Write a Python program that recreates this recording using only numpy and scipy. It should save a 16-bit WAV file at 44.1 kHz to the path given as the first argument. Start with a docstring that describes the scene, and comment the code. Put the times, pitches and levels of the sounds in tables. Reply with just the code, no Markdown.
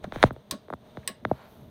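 """In a small quiet room, a hand turns a plastic telephone housing over, very close by.
Knocks travel through the casing, treble first, so each is a short falling chirp with a low thud.
Twice the plastic catches and lets out a sharp snap that rings into the room.
The shell ticks, skin rubs on it before the hardest knock, and the fingers slide off at the end."""
import sys
import numpy as np
from scipy import signal
from scipy.fft import rfft, irfft
from scipy.io import wavfile

SR = 44100
rng = np.random.default_rng(int(sys.argv[2]) if len(sys.argv) > 2 else 0)


def persist_wave(psi):
    """Save psi, clipped to +-1, as 16-bit WAV."""
    counts = np.round(np.clip(psi, -1, 1) * 32767).astype(np.int16)
    wavfile.write(sys.argv[1], SR, np.atleast_2d(counts).T)


N = 74970  # 1.7 seconds

# The knocks. Each row: start in seconds, level in dB, pitch in Hz above which it dulls, dulling in
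# dB per octave, bass cut in Hz, ringing pitch in Hz, ring boost in dB, bass delay in seconds.
KNOCKS = [(0.0428, 1, 470, 3, 43, 680, 11, 0.027), (0.1228, 29.5, 250, 8, 3160, 910, 1.5, 0.024),
          (.1595, 14.5, 240, 5, 17, 395, 1.5, 0.031), (0.2288, 21.5, 5720, 17.5, 670, 1870, 4.5, 0.013),
          (0.2379, 31, 610, 7, 23, 920, 3.5, .023), (0.3075, 11, 290, 8, 20, 1380, 11, .024),
          (.363, -6, 332, 5.5, 20, 500, 10, .026), (0.6837, -11, 845, 6.5, 20, 420, 12.5, .026),
          (0.7021, 5.5, 611, 9, 270, 1050, 7.5, .036), (0.7272, 8.5, 380, 10, 130, 1340, 12.5, .02),
          (0.7366, 8.5, 231, 5, 160, 1090, 12.5, .024), (0.9716, 11.5, 243, 6, 20, 2470, 1.5, 0.0267),
          (1.251, 14.5, 1850, 13.5, 45, 2340, 3, 0.026), (1.3135, 20.5, 407, 13, 110, 770, 15, 0.019)]
# The snaps. Each row: start in seconds, level in dB, gap to the second catch in seconds,
# how much louder that catch is in dB, level of the hollow ring in dB.
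SNAPS = [(0.51, 2, .0014, 1, -17.5), (1.0759, 3.5, 0.000718, 2, -23.5)]
# The ticks. Each row: start in seconds, level in dB, middle pitch in Hz, reach each way in octaves.
TICKS = [(0.0355, -54.5, 5700, 0.38), (.0415, -22.5, 1030, .6), (0.2262, -31, 5900, 0.7),
         (.2615, -25, 900, .6), (0.3274, -57, 11000, 0.45), (.7025, -63, 10000, .6),
         (0.735, -59.5, 10000, 0.65), (1.0304, -40, 1860, 0.29)]

# Ringing notes. Each row: pitch in Hz, level in dB, seconds to fade by 60 dB (called t60).
CAVITY_NOTES = [(130, -4, 0.16), (207.3, -10, 0.049), (253, -10, 0.13), (621.4, -14, .12)]  # low ring after every knock
SHELL_NOTES = [(1098, -42, 0.07), (1680, -42.5, 0.065), (2810, -48, 0.012), (3490, -42.5, 0.028),
               (4074, -42, 0.042), (4380, -44.5, 0.026), (6316, -36, 0.02), (8670, -41, .013),
               (9200, -27.5, 0.012), (11270, -39.5, 0.014), (14670, -53, 0.0147)]  # bright ring of snapping plastic

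# Tone colours: which pitches are strong. Each row: pitch in Hz, relative strength in dB.
CASING_COLOUR = [(40, -27.5), (70, -1.5), (130, -0.5), (180, -3.5), (250, -2.5), (430, -2), (620, 1.5),
                 (1000, -3), (1400, -1), (2100, -4.5), (2800, -19.5), (3600, -4.5), (5200, -20.5),
                 (6300, -23), (7500, -29.5), (14000, -43)]
CRACK_COLOUR = [(300, -20.5), (1000, -6.5), (2200, -1.5), (4200, 3), (6300, -3), (7100, -15.5), (8000, 1.5),
                (9100, 4), (10200, -7.5), (14500, -7.5), (16000, -17)]
HOLLOW_COLOUR = [(60, -10), (130, -5.5), (220, 11), (330, 0.5), (480, -3.5), (630, 3), (850, -21),
                 (1100, -8), (2000, -19), (3000, -28), (8000, -37.5)]
GRIP_COLOUR = [(20, -23), (45, -8.5), (75, 1.5), (130, 2), (250, -0.5), (450, -15), (1000, -34),
               (4000, -70.5)]
RUB_COLOUR = [(60, 12), (150, -3), (600, -1), (1000, -3), (2100, -9), (3000, -13.5), (3900, -11.5),
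              (5000, -29.5), (6300, -21), (7300, -34.5), (9000, -26.5), (11000, -32), (16000, -30)]
BRUSH_COLOUR = [(150, -23), (450, 1.5), (900, 2), (1400, -4.5), (2800, -14.5), (4300, -14.5), (5200, -25.5),
                (16000, -43)]
HISS_COLOUR = [(2000, -28.5), (6200, -3), (7500, -14), (8700, -3.5), (10000, -8.5), (11400, 4), (15600, -2),
               (16200, -25.5)]
ROOM_TONE_COLOUR = [(25, -15), (45, -7), (85, -28.5), (122, 7.5), (160, -4.5), (205, 7), (310, -12.5),
                    (450, 1.5), (530, -10.5), (615, 4), (720, -7.5), (950, -10.5), (1500, -17.5),
                    (2600, -23.5), (3700, -17.5), (5200, -33.5), (6300, -28), (7400, -41.5), (8800, -31),
                    (10200, -40.5), (15400, -34.5), (16200, -60)]

# How loud the hand is as it moves. Each row: time in seconds, level in dB.
GRIP_LEVELS = [(0, -50), (.05, -56), (0.079, -39.5), (.13, -59), (.23, -55), (.258, -28), (.29, -58),
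               (.385, -56.5), (.44, -69), (0.501, -61), (.62, -63), (.85, -59), (1.18, -62), (1.225, -47),
               (1.28, -41), (1.38, -66.5), (1.55, -55.5), (1.64, -50.5), (1.7, -54)]  # low rumble of the grip
RUB_LEVELS = [(0, -94), (0.044, -39.5), (.075, -82), (0.114, -64), (0.138, -41.5), (.19, -43),
              (.225, -37.5), (0.267, -38), (.283, -40), (.3, -57), (0.341, -91)]  # skin rubbing on the shell
# Fingers sliding off. Each row: time in seconds, dull brush in dB, fine hiss in dB.
SLIDE_LEVELS = [(1.25, -77, -86), (1.3, -55.5, -69), (1.4, -52.5, -76), (1.46, -54.5, -72),
                (1.52, -62.5, -68), (1.7, -77, -77)]

# How long echoes last. Each row: pitch in Hz, seconds to fade by 60 dB.
NEAR_ECHO_FADE = [(500, 0.079), (2000, 0.091), (4500, 0.062), (9000, 0.018), (15000, 0.068)]
ROOM_ECHO_FADE = [(150, .25), (600, 0.42), (2000, 0.33), (4000, 0.25), (9000, 0.15), (15000, 0.063)]

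LEAD_S = 0.002  # soft lead-in of every pulse


def knock(db, contact_hz, slope_db, low_hz, ring_hz, ring_db, lag_s):
    """A blow, dulled by its contact, spreads through the casing and rings the space inside."""
    t, hz = grid()
    contact = -slope_db / 4 * np.log2(1 + (hz / contact_hz) ** 4)
    low_cut = -10 * np.log10(1 + (low_hz / (hz + 1)) ** 2)
    ring = ring_db / (1 + ((hz - ring_hz) / (0.4 * ring_hz)) ** 2)
    delay_s = lag_s / (1 + (hz / 128) ** 1.7)  # low waves arrive late, so the pitch falls
    wave = pulse(db + read(CASING_COLOUR, hz) + contact + low_cut + ring, delay_s)
    # Scaled so that a longer note does not boost its own pitch more.
    cavity = sum(amp(level) * 2 * np.log(1000) / (t60 * SR) * fade(t, t60) * np.cos(2 * np.pi * f * t)
                 for f, level, t60 in CAVITY_NOTES)
    return wave + through(wave, cavity)


def casing():
    """The casing sounds with every knock, and rings hollow just after each snap."""
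    t, hz = grid()
    out = np.zeros(N)
    for start, *blow in KNOCKS:
        add(out, start - LEAD_S, knock(*blow))
    delay_s, rise_s = 0.01, 0.0017
    for start, *_, hollow_db in SNAPS:
        shake = rng.standard_normal(len(t)) * np.minimum(t / rise_s, 1) * fade(t, t60=0.14)
        add(out, start + delay_s, coloured(shake, hollow_db + read(HOLLOW_COLOUR, hz)))
    return out


def snaps():
    """In each snap the plastic catches twice, each time with a crack and short bright notes."""
    t, hz = grid()
    out = np.zeros(N)
    crack_db, rise_s = -18, 0.0005
    for start, db, gap_s, second_db, _ in SNAPS:
        for at, level in (start, db), (start + gap_s, db + second_db):
            burst = rng.standard_normal(len(t)) * fade(t, t60=0.0077)
            crack = amp(crack_db) * coloured(burst, read(CRACK_COLOUR, hz))
            ring = sum(amp(note_db) * fade(t, t60) * np.sin(2 * np.pi * (f * t + rng.random()))
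                       for f, note_db, t60 in SHELL_NOTES)
            add(out, at, amp(level) * np.minimum(t / rise_s, 1) * (crack + ring))
    return out


def ticks():
    """The shell creaks briefly: small bursts of noise, each in its own range of pitch."""
    t, hz = grid()
    out = np.zeros(N)
    for start, db, centre_hz, octaves in TICKS:
        band = -10 * np.log10(1 + (np.log2((hz + 1) / centre_hz) / octaves) ** 6)
        burst = rng.standard_normal(len(t)) * fade(t, t60=0.057)
        add(out, start, coloured(burst, db + band))
    return out


def friction(colour, levels):
    """Skin moves over plastic in thousands of tiny slips, some stronger than others."""
    slips_per_s, spread_db = 12000, 2.5
    slips = rng.standard_normal(N) * (rng.random(N) < slips_per_s / SR)
    slips *= amp(spread_db * np.minimum(rng.exponential(1, N), 3))
    level_db = np.interp(np.arange(N) / SR, *np.transpose(levels))
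    return unit(coloured(slips, read(colour, grid()[1]))) * amp(level_db)


def hand():
    """The hand grips, rubs the shell as it turns, and slides off at the end."""
    times, brush_db, hiss_db = np.transpose(SLIDE_LEVELS)
    brush = friction(BRUSH_COLOUR, np.c_[times, brush_db])
    hiss = friction(HISS_COLOUR, np.c_[times, hiss_db])
    return friction(GRIP_COLOUR, GRIP_LEVELS) + friction(RUB_COLOUR, RUB_LEVELS) + brush + hiss


def echoes(fade_times, size=16384):
    """The room answers a click with a blur of echoes, each pitch fading at its own speed."""
    bounces = rng.standard_normal(size) * (np.arange(size) / SR > 0.002)  # none in the first 2 ms
    hz, frame_s, bands = signal.stft(bounces, SR, nperseg=128)
    tail = signal.istft(bands * fade(frame_s, read(fade_times, hz)[:, None]), SR)[1]
    return tail / np.linalg.norm(tail)


def room_tone():
    """The room has a faint low noise whose level wavers a little."""
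    t = np.arange(N) / SR
    level_db, drift_db = -55.5, -1.96
    drift = unit(sum(np.sin(2 * np.pi * (f * t + rng.random())) / np.sqrt(f)
                     for f in np.geomspace(1, 20, 20)))
    colour = amp(read(ROOM_TONE_COLOUR, np.fft.rfftfreq(N, 1 / SR)))
    noise = irfft(rfft(rng.standard_normal(N)) * colour, N)
    return unit(noise) * amp(level_db + drift_db * drift)


def pulse(db, lag_s=0):
    """Builds a click with the tone colour db, each pitch delayed by lag_s."""
    log_gain = np.log(amp(np.maximum(db, -100)))
    # This phase makes every pitch sound as early as it can after the click starts.
    phase = -signal.hilbert(np.r_[log_gain, log_gain[-2:0:-1]]).imag[:len(db)]
    lag = lag_s * np.ones(len(db))
    t, hz = grid()
    phase -= 2 * np.pi * (np.cumsum(lag) - lag[0]) * hz[1]
    wave = np.roll(irfft(np.exp(log_gain + 1j * phase)), round(LEAD_S * SR))
    return wave * np.minimum(t / LEAD_S, 1) * np.minimum(10 * (1 - t / t[-1]), 1)  # soften both ends


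def coloured(x, db):
    """Gives a sound the tone colour db."""
    return through(x, pulse(db), LEAD_S)


def through(x, response, lead_s=0):
    """Passes a sound through a ring or echo, skipping the lead-in and keeping the length."""
    return signal.fftconvolve(x, response)[round(lead_s * SR):][:len(x)]


def fade(t, t60):
    """Dies away by 60 dB every t60 seconds."""
    return np.exp(-np.log(1000) * t / t60)


def amp(db):
    """Turns decibels into a number to multiply by."""
    return 10 ** (np.asarray(db) / 20)


def unit(x):
    """Scales a sound to an average power of 1."""
    return x / np.sqrt(np.mean(x ** 2) + 1e-20)


def read(points, hz):
    """Looks up pitches in a table, blending between its rows."""
    f, value = np.transpose(points)
    return np.interp(np.log(hz + 1), np.log(f + 1), value)


def add(mix, start_s, sound):
    """Mixes a sound in at its start time."""
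    part = mix[max(round(start_s * SR), 0):][:len(sound)]
    part += sound[:len(part)]


def grid(size=8192):
    """Gives the times in seconds and pitches in Hz for one short sound."""
    return np.arange(size) / SR, np.fft.rfftfreq(size, 1 / SR)


def scene():
    """Mixes everything: the close knocks barely echo, while the snaps ring into the room."""
    near, tail = echoes(NEAR_ECHO_FADE), echoes(ROOM_ECHO_FADE)
    knocks, clicks = casing(), snaps()
    near_echo = amp(-5) * through(clicks, near)
    room_echo = through(amp(-15) * clicks + amp(-42.5) * knocks, tail)
    return (knocks + clicks + near_echo + room_echo + ticks() + hand() + room_tone())[None]


def record(dry):
    """Flattens peaks that pass full scale, then cuts the treble above 16500 Hz."""
    treble_cut = signal.firwin(511, 16500, window=("kaiser", 9), fs=SR)
    return signal.oaconvolve(np.clip(dry, -1, 1), treble_cut[None], "same")


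dry = scene()
out = record(dry)
persist_wave(out)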